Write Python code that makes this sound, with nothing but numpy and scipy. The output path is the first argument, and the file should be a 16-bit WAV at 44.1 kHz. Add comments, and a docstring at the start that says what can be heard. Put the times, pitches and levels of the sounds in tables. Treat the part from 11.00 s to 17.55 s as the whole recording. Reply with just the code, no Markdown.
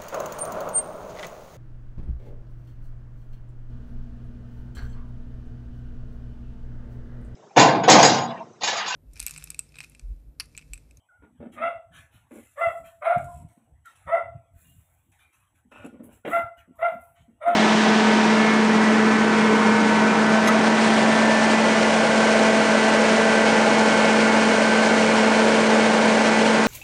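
"""Dog barking in a hard-walled room

A dog barks seven times, a few metres off. Each bark starts as a rasp of turbulent air, lifts into a
clear high note as the vocal folds lock in, and rings on in the room. Close by, someone on a floor mat
greases a small gear: fingers rub, limbs scuff, parts tick. There are faint squeaks, soft low bumps and
a brief rumble of microphone handling, over a quiet, flickering low noise and microphone hiss."""
import sys
import numpy as np
from scipy import signal
from scipy.fft import rfft, irfft, next_fast_len
from scipy.io import wavfile
from scipy.ndimage import uniform_filter1d

SR = 44100
rng = np.random.default_rng(int(sys.argv[2]) if len(sys.argv) > 2 else 0)


def pcm_store(signal):
    """Save signal as 16-bit PCM."""
    levels = np.round(np.clip(np.atleast_2d(signal), -1, 1) * 32767)
    wavfile.write(sys.argv[1], SR, levels.astype(np.int16).T)


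N = 288855
TIME = np.arange(N) / SR

# Barks. Each row: start, raspy lead-in and note length in seconds, top pitch in Hz, level of the
# fundamental in dB, levels of the rasp and of harmonics 2, 3 and 4 in dB against it, pitch waver as a
# fraction, throat resonance ratio, rasp tilt in dB per octave.
BARKS = [(0.547, 0.077, 0.061, 689.2, -25.5, -7, -5, -12, -18.5, 0.015, 1.04, 0.5),
         (1.555, .06, 0.086, 675.3, -22.5, -12, -7, -8.5, -23.5, 0.0081, 1.0, 1.5),
         (2.007, .058, 0.097, 704.7, -19.5, -9.5, -12, -26, -35, .013, 1.085, -1),
         (3.057, 0.067, 0.06, 684.5, -19, -10.5, -9, -15.5, -37.5, .008, 0.985, -0.5),
         (5.282, 0.052, 0.039, 690.7, -20, -11, -2, -9, -25, 0.0074, 1.07, -3),
         (5.778, .051, 0.058, 695, -20.5, -12, -7, -12.5, -29, 0.012, 1.046, -0.5),
         (6.398, 0.059, 0.14, 697.8, -20.7, -11.5, -18.5, -38, -43, 0.005, 1.02, 0)]
# Resonances of the throat, which shape the rasp. 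Each row: frequency in Hz, relative level in dB.
THROAT_SPECTRUM = [(340, -42.5), (460, -7.5), (570, 6.5), (720, -1.5), (1000, -0.5), (1300, 5), (1720, -13),
                   (2030, 1.5), (2500, -20), (3100, -24), (3550, -19), (4200, -51), (6000, -50.5),
                   (7300, -44), (8700, -28), (10500, -37), (12500, -54.5)]

# Strokes of the hands over the gear. Each row: start, rise, hold and fade time in seconds, grease hiss
# level in dB, hiss tilt in dB per octave, skin brush level in dB.
HAND_STROKES = [(.513, 0.024, 0.013, 0.026, -65.5, -4, -57.5), (0.906, 0.068, 0.026, 0.043, -65, -6, -52),
                (1.098, 0.053, 0.018, 0.052, -70, 4, -61.5), (1.27, .11, 0.025, 0.15, -61, 0, -65.5),
                (1.547, 0.066, 0.021, 0.19, -60, -1, -84), (1.834, 0.027, 0.023, 0.043, -63, -1, -58.5),
                (2.025, 0.055, .07, .08, -69, -6, -74.5), (2.175, 0.013, 0.2, 0.044, -62, -7.5, -70.5),
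                (2.479, 0.012, 0.0071, 0.084, -68, -4.5, -73.5),
                (2.841, 0.023, 0.043, .045, -69.5, 1.5, -55.5),
                (2.949, 0.01, 0.018, 0.11, -68.5, -4, -61.5), (3.508, 0.13, 0.025, 0.22, -62.5, 1.5, -69.5),
                (4.115, 0.013, .02, 0.075, -74, -1.5, -69), (4.184, 0.013, 0.031, .06, -72.5, -0.5, -64.5),
                (4.319, 0.018, 0.013, 0.093, -69.5, -1, -66), (4.537, 0.024, .03, 0.026, -75.5, -1.5, -74),
                (4.709, 0.0061, 0.18, 0.047, -73, -8, -70), (5.029, 0.011, 0.0086, 0.034, -58.5, 7.5, -81),
                (5.098, 0.037, 0.012, 0.041, -63, 1, -66.5), (5.249, .055, 0.075, 0.036, -53, 1.5, -60.5),
                (5.563, 0.023, 0.019, 0.021, -70, 6, -59.5), (5.749, 0.011, 0.19, .04, -71, -2.5, -84.5),
                (5.974, 0.054, 0.013, 0.074, -63.5, 8.5, -74),
                (6.142, 0.032, 0.044, 0.042, -85.5, -1.5, -66.5)]
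# Spectra of greasy metal and of brushing skin. Each row: frequency in Hz, relative level in dB.
METAL_SPECTRUM = [(3000, -20), (5000, -12), (6200, -14.5), (7600, 3), (9300, -3), (10300, 6), (11500, -3.5),
                  (12800, 1.5), (13800, -9.5), (15300, -6)]
SKIN_SPECTRUM = [(200, -10.5), (700, -4.5), (1400, 6.5), (2600, 3.5), (3800, -5.5), (5000, -16.5),
                 (7000, -10), (10000, -13.5), (15000, -24)]
# Limbs scuffing the mat. Each row: start and length in seconds, relative level in dB, tilt in dB per
# octave.
SCUFFS = [(.222, 0.026, -52.5, 1.5), (.27, 0.11, -62, -12), (.403, 0.06, -39.5, -0.5),
          (.50, .17, -48, -8.5), (1.309, 0.076, -44, 0), (2.57, 0.037, -58, -0.5), (4.65, 0.031, -59, -9.5),
          (4.715, .14, -49, 6.5), (4.843, 0.018, -36.5, 0), (4.927, 0.046, -47, 0.5),
          (4.994, 0.012, -39, -1.5), (5.035, 0.036, -48.5, 0.5), (5.09, 0.054, -59, 4),
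          (5.249, 0.038, -30, 4), (5.30, 0.094, -41, 5.5), (5.675, 0.04, -51, -7.5),
          (5.92, 0.028, -47, -11.5), (6.28, 0.033, -53.5, -5.5), (6.47, 0.062, -36, 5.5)]
# Soft low bumps; the rows from 2.158 to 2.415 s are a brief rumble of microphone handling.
# Each row: start and length in seconds, level in dB.
BUMPS = [(.383, 0.017, -44), (.89, 0.091, -59.5), (.985, 0.0083, -51), (1.135, 0.013, -51),
         (1.658, 0.017, -41), (1.79, 0.066, -56.5), (2.158, 0.016, -30.5), (2.20, 0.081, -41.5),
         (2.28, 0.13, -45), (2.415, 0.032, -41.5), (3.048, 0.025, -44.5), (3.22, .12, -51),
         (3.341, 0.023, -39), (3.61, 0.16, -58.5), (3.765, 0.034, -53), (5.025, 0.044, -56.5),
         (5.432, 0.014, -41.5), (6.19, 0.043, -57)]
# Spectra of a scuff and of a bump. Each row: frequency in Hz, relative level in dB.
SCUFF_SPECTRUM = [(50, -28), (150, -8.5), (240, 8.5), (400, -4), (800, -15.5), (1100, -19), (1500, -21),
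                  (1900, -23.5), (2600, -26.5), (3600, -36.5), (4500, -57), (10000, -65.5), (12500, -69.5)]
BUMP_SPECTRUM = [(25, -20.5), (50, -12.5), (75, -0.5), (135, -3.5), (200, -18), (350, -29), (900, -60)]
# Hollow ring of the floor and mat. Each row: centre frequency and width in Hz, gain in dB.
FLOOR_MODES = [(240, 66, 2.5), (512, 120, 6.5), (965, 450, 4), (1433, 38, 12.5), (2380, 360, 2)]
# Small ticks of the parts. Each row: start in seconds, initial level in dB.
TICKS = [(2.182, -53.5), (2.243, -55), (2.857, -55), (2.962, -62), (4.118, -64), (4.848, -56), (4.862, -54),
         (5.04, -77), (6.48, -50)]
# Faint squeaks. Each row: start and length in seconds, pitch in Hz, level in dB.
SQUEAKS = [(0.087, 0.076, 1440, -59), (2.281, 0.038, 1010, -49.5), (2.393, 0.032, 968, -60.5),
           (3.645, 0.056, 2810, -65.5), (4.203, 0.052, 2380, -62.5)]

# Spectra of the low noise and of the microphone hiss. 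Each row: frequency in Hz, relative level in dB.
LOW_NOISE_SPECTRUM = [(15, -29.5), (25, -11.5), (91, 5.5), (156, -3.5), (266, -20.5), (582, -24),
                      (744, -22), (896, -24.5), (1800, -31.5), (3210, -31.5), (3410, -37.5), (4430, -63.5),
                      (7500, -120)]
HISS_SPECTRUM = [(3000, -10), (4500, -19), (6300, -6.5), (7300, -17.5), (7850, 10), (8600, -10), (10500, 0),
                 (12500, -13), (15000, -10.5)]


def bark(lead, length, top_hz, rasp_db, second_db, third_db, fourth_db, waver, throat_ratio, tilt_db):
    """Source and filter: vibrating folds give harmonics and pulse turbulent air through the throat."""
    attack_s, release_s = 0.018, 0.011
    voice_swell_db, rasp_swell_db = 33, 23.5
    voice_sag_db_per_s, rasp_sag_db_per_s = 82, 61
    scoop_share, lift_early_s, lift_s, droop_hz_per_s = 0.115, 0.008, 0.0062, 130
    t = TIME[:SR]
    lead_left = np.clip(1 - t / lead, 0, 1)
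    held = np.clip(t - lead, 0, length)
    gate = np.minimum(t / attack_s, 1) * np.clip(1 - (t - lead - length) / release_s, 0, 1)
    # the pitch starts low, lifts just before the note, then droops
    scoop = scoop_share * (1 - np.tanh((t - lead + lift_early_s) / (2 * lift_s))) / 2
    hz = top_hz * (1 - scoop) - droop_hz_per_s * held
    # the folds beat unevenly until the note locks in
    jitter = waver + 0.039 * np.minimum(2 * lead_left, 1)
    hz *= 1 + jitter * walk(t, 330) + waver * walk(t, 70)
    phase = 2 * np.pi * np.cumsum(hz) / SR
    # the rasp swells early and the voice late, then both sag
    voice_shape_db = -voice_swell_db * lead_left ** 0.66 - voice_sag_db_per_s * held
    rasp_shape_db = -rasp_swell_db * lead_left ** 2 - rasp_sag_db_per_s * held
    voice_gain = gate * undb(voice_shape_db + 2.2 * walk(t, 190))
    throat = np.array(THROAT_SPECTRUM) * [throat_ratio, 1]  # a wider mouth lifts the resonances
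    snarl = sum(walk(t, 280) * np.sin(k * phase) for k in range(1, 6))  # rough bands round each harmonic
    pulsed_air = cavity(rng.standard_normal(SR), ring=0.0073) * (1 + 0.76 * np.cos(phase))
    rasp = colour(pulsed_air + undb(-12) * snarl, throat, tilt_db)
    rasp_gain = gate * undb(rasp_shape_db + 4.3 * walk(t, 120))
    parts = [(voice_gain * np.sin(phase), 0), (rasp_gain * rasp, rasp_db)]
    # overtones speak earlier than the fundamental and flutter on their own
    for k, db in enumerate([second_db, third_db, fourth_db, fourth_db - 11], 2):
        flutter = undb(4.5 * lead_left + 2 * walk(t, 150))
        parts.append((voice_gain * flutter * np.sin(k * phase), db))
    # each bark rings in the room with its own random echoes
    walls = room(t60=0.34, late_t60=0.99, late_db=-31.5, wet_db=1.0, damping=5.3)
    return sum(undb(db) * unit(signal.fftconvolve(part, walls)[:SR]) for part, db in parts)


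def dog():
    """Energy is power times duration: each bark carries that of its level held for its note's length."""
    out = np.zeros(N)
    for start, lead, length, hz, db, *timbre in BARKS:
        add(out, start, undb(db) * np.sqrt(length) * bark(lead, length, hz, *timbre))
    return out


def fingers():
    """Sliding friction: each stroke makes a dull brush of skin and a fine hiss of grease on metal."""
    out = np.zeros(N)
    for start, rise, hold, fade, hiss_db, tilt_db, brush_db in HAND_STROKES:
        hiss = undb(hiss_db) * sliding(METAL_SPECTRUM, grain_db=2.5, ring=0.00089, tilt_db=tilt_db)
        brush = undb(brush_db) * sliding(SKIN_SPECTRUM, grain_db=0.7, ring=0.0054, tilt_db=0)
        add(out, start, envelope(TIME[:SR], rise, hold, fade) * (hiss + patchy(brush, depth_db=3.8)))
    return out


def sliding(spectrum, grain_db, ring, tilt_db):
    """Sticky friction modulates noise into a fine crackle, one second long."""
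    grains = rng.standard_normal(SR) * undb(grain_db * walk(TIME[:SR], 330))
    return colour(cavity(grains, ring), spectrum, tilt_db)


def contacts(rows, spectrum, attack, release, grain_db, ring):
    """Stick and slip: touching surfaces catch unevenly, exciting each spot's own resonances."""
    out, t = np.zeros(N), TIME[:SR // 2]
    for start, length, db, *tilt in rows:
        friction = rng.standard_normal(len(t)) * undb(grain_db * walk(t, 420) + 1.5 * walk(t, 40))
        contact = envelope(t, attack, length - attack, release)
        sound = colour(cavity(friction, ring), spectrum, *tilt) * contact
        add(out, start, undb(db) * unit(sound) * np.sqrt(np.mean(contact ** 2)))
    return out


def ticks():
    """Tiny hard impacts excite resonances that decay exponentially within milliseconds."""
    out, t = np.zeros(N), TIME[:SR // 10]
    for start, db in TICKS:
        crack = colour(cavity(rng.standard_normal(len(t)), ring=0.002), METAL_SPECTRUM, tilt_db=-9.5)
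        add(out, start, undb(db) * np.exp(-t / 0.0074) * crack)
    return out


def squeaks():
    """Random modulation of pitch and level makes thin, brief tones unsteady."""
    out, t = np.zeros(N), TIME[:SR // 2]
    for start, length, hz, db in SQUEAKS:
        phase = 2 * np.pi * np.cumsum(hz + 45 * walk(t, 190)) / SR
        swell = np.minimum(t / 0.0033, 1) * np.exp(-np.maximum(t - length, 0) / 0.039)
        add(out, start, undb(db + 2 * walk(t, 73)) * swell * np.sin(phase))
    return out


def room(t60, late_t60, late_db, wet_db, damping):
    """Reverberation: direct sound, dense wall echoes and a weak long tail; the treble dies sooner."""
    t = TIME[:SR]
    decay = undb(-60 * t / t60) + undb(late_db - 60 * t / late_t60)
    build_up = 1 - np.exp(-t / 0.0051)
    echoes = rng.standard_normal(SR) * decay * build_up
    dull_echoes = signal.sosfilt(signal.butter(2, 1100, fs=SR, output="sos"), echoes)
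    bright_share = np.exp(-damping * t)
    echoes = bright_share * echoes + (1 - bright_share) * dull_echoes
    response = undb(wet_db) * echoes / np.sqrt(np.sum(echoes ** 2))
    response[0] += 1  # the direct sound
    return response


def background():
    """The noise floor: a quiet low noise that flickers band by band, and steady microphone hiss."""
    low_noise = colour(cavity(rng.standard_normal(N), ring=0.0024), LOW_NOISE_SPECTRUM)
    low_noise *= undb(-64 + 0.83 * walk(TIME, 13))
    return patchy(low_noise, depth_db=6) + undb(-83) * colour(rng.standard_normal(N), HISS_SPECTRUM)


def cavity(x, ring):
    """Interference of dense echoes gives irregular resonances with a decay time of ring seconds."""
    t = TIME[:SR // 20]
    echoes = rng.standard_normal(len(t)) * np.exp(-t / ring)
    echoes = 0.87 * echoes / np.sqrt(np.sum(echoes ** 2))
    return x + signal.fftconvolve(x, echoes)[:len(x)]


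def resonate(x, modes):
    """Resonance and antiresonance: bell-shaped peaks or dips, given as (Hz, width in Hz, dB)."""
    hz = np.fft.rfftfreq(2 * N, 1 / SR)
    gain_db = sum(db * np.exp(-((hz - centre) / width) ** 2) for centre, width, db in modes)
    return irfft(rfft(x, 2 * N) * undb(gain_db))[:N]


def colour(x, spectrum, tilt_db=0):
    """Spectral shaping by (Hz, dB) points and a tilt per octave, scaled to rms 1."""
    hz, db = np.transpose(spectrum)
    size = next_fast_len(len(x))
    octave = np.log2(np.maximum(np.fft.rfftfreq(size, 1 / SR), 1))
    inside = np.clip(octave, np.log2(hz[0]), np.log2(hz[-1]))
    gain_db = np.interp(octave, np.log2(hz), db) + tilt_db * inside - 20 * abs(octave - inside)
    return unit(irfft(rfft(x, size) * undb(gain_db), size)[:len(x)])


def patchy(x, depth_db):
    """Modulation by band: patches hundreds of Hz wide and tens of ms long swell and fade on their own."""
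    cells = signal.stft(x, nperseg=512)[2]
    field = rng.standard_normal(cells.shape)
    for _ in range(2):
        field = uniform_filter1d(uniform_filter1d(field, size=3, axis=0), size=9, axis=1)
    gain = undb(depth_db * unit(field))
    return signal.istft(cells * unit(gain))[1][:len(x)]


def envelope(t, rise, hold, fade):
    """Smooth rise, hold and exponential decay."""
    onset = np.sin(np.pi / 2 * np.minimum(t / rise, 1)) ** 2
    return onset * np.exp(-np.maximum(t - rise - hold, 0) / fade)


def walk(t, rate):
    """Random fluctuation of spread near 1, with rate new values a second."""
    return np.interp(t * rate, np.arange(4096), rng.standard_normal(4096))


def undb(db):
    """Decibels to amplitude ratio."""
    return 10 ** (np.asarray(db) / 20)


def unit(x):
    """Normalisation to rms 1."""
    return x / np.sqrt(np.mean(x ** 2) + 1e-20)


def add(out, start, x):
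    """Superposition: x joins out from start seconds on."""
    i = max(int(start * SR), 0)
    out[i:i + len(x)] += x[:max(len(out) - i, 0)]


def scene():
    """Distance sets the share of reverberation: the far dog rings, the near sounds are almost dry."""
    scuffs = contacts(SCUFFS, SCUFF_SPECTRUM, attack=0.0021, release=0.027, grain_db=3.3, ring=0.0034)
    bumps = contacts(BUMPS, BUMP_SPECTRUM, attack=0.013, release=0.02, grain_db=2, ring=0.024)
    near = undb(-4.5) * resonate(scuffs, FLOOR_MODES) + bumps + fingers() + ticks() + squeaks()
    walls = room(t60=0.028, late_t60=0.34, late_db=-32.5, wet_db=-12, damping=18)
    near = signal.fftconvolve(near, walls)[:N]
    return (dog() + near + background())[None]


def record(dry):
    """Microphone response: the port cuts a deep presence notch; deep bass and the top are removed."""
    heard = resonate(dry[0], [(4800, 540, -15.5)])
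    heard = signal.sosfilt(signal.butter(2, 38, "high", fs=SR, output="sos"), heard)
    return signal.sosfilt(signal.ellip(10, 0.2, 70, 15500, fs=SR, output="sos"), heard)[None]


dry = scene()
out = record(dry)
pcm_store(out)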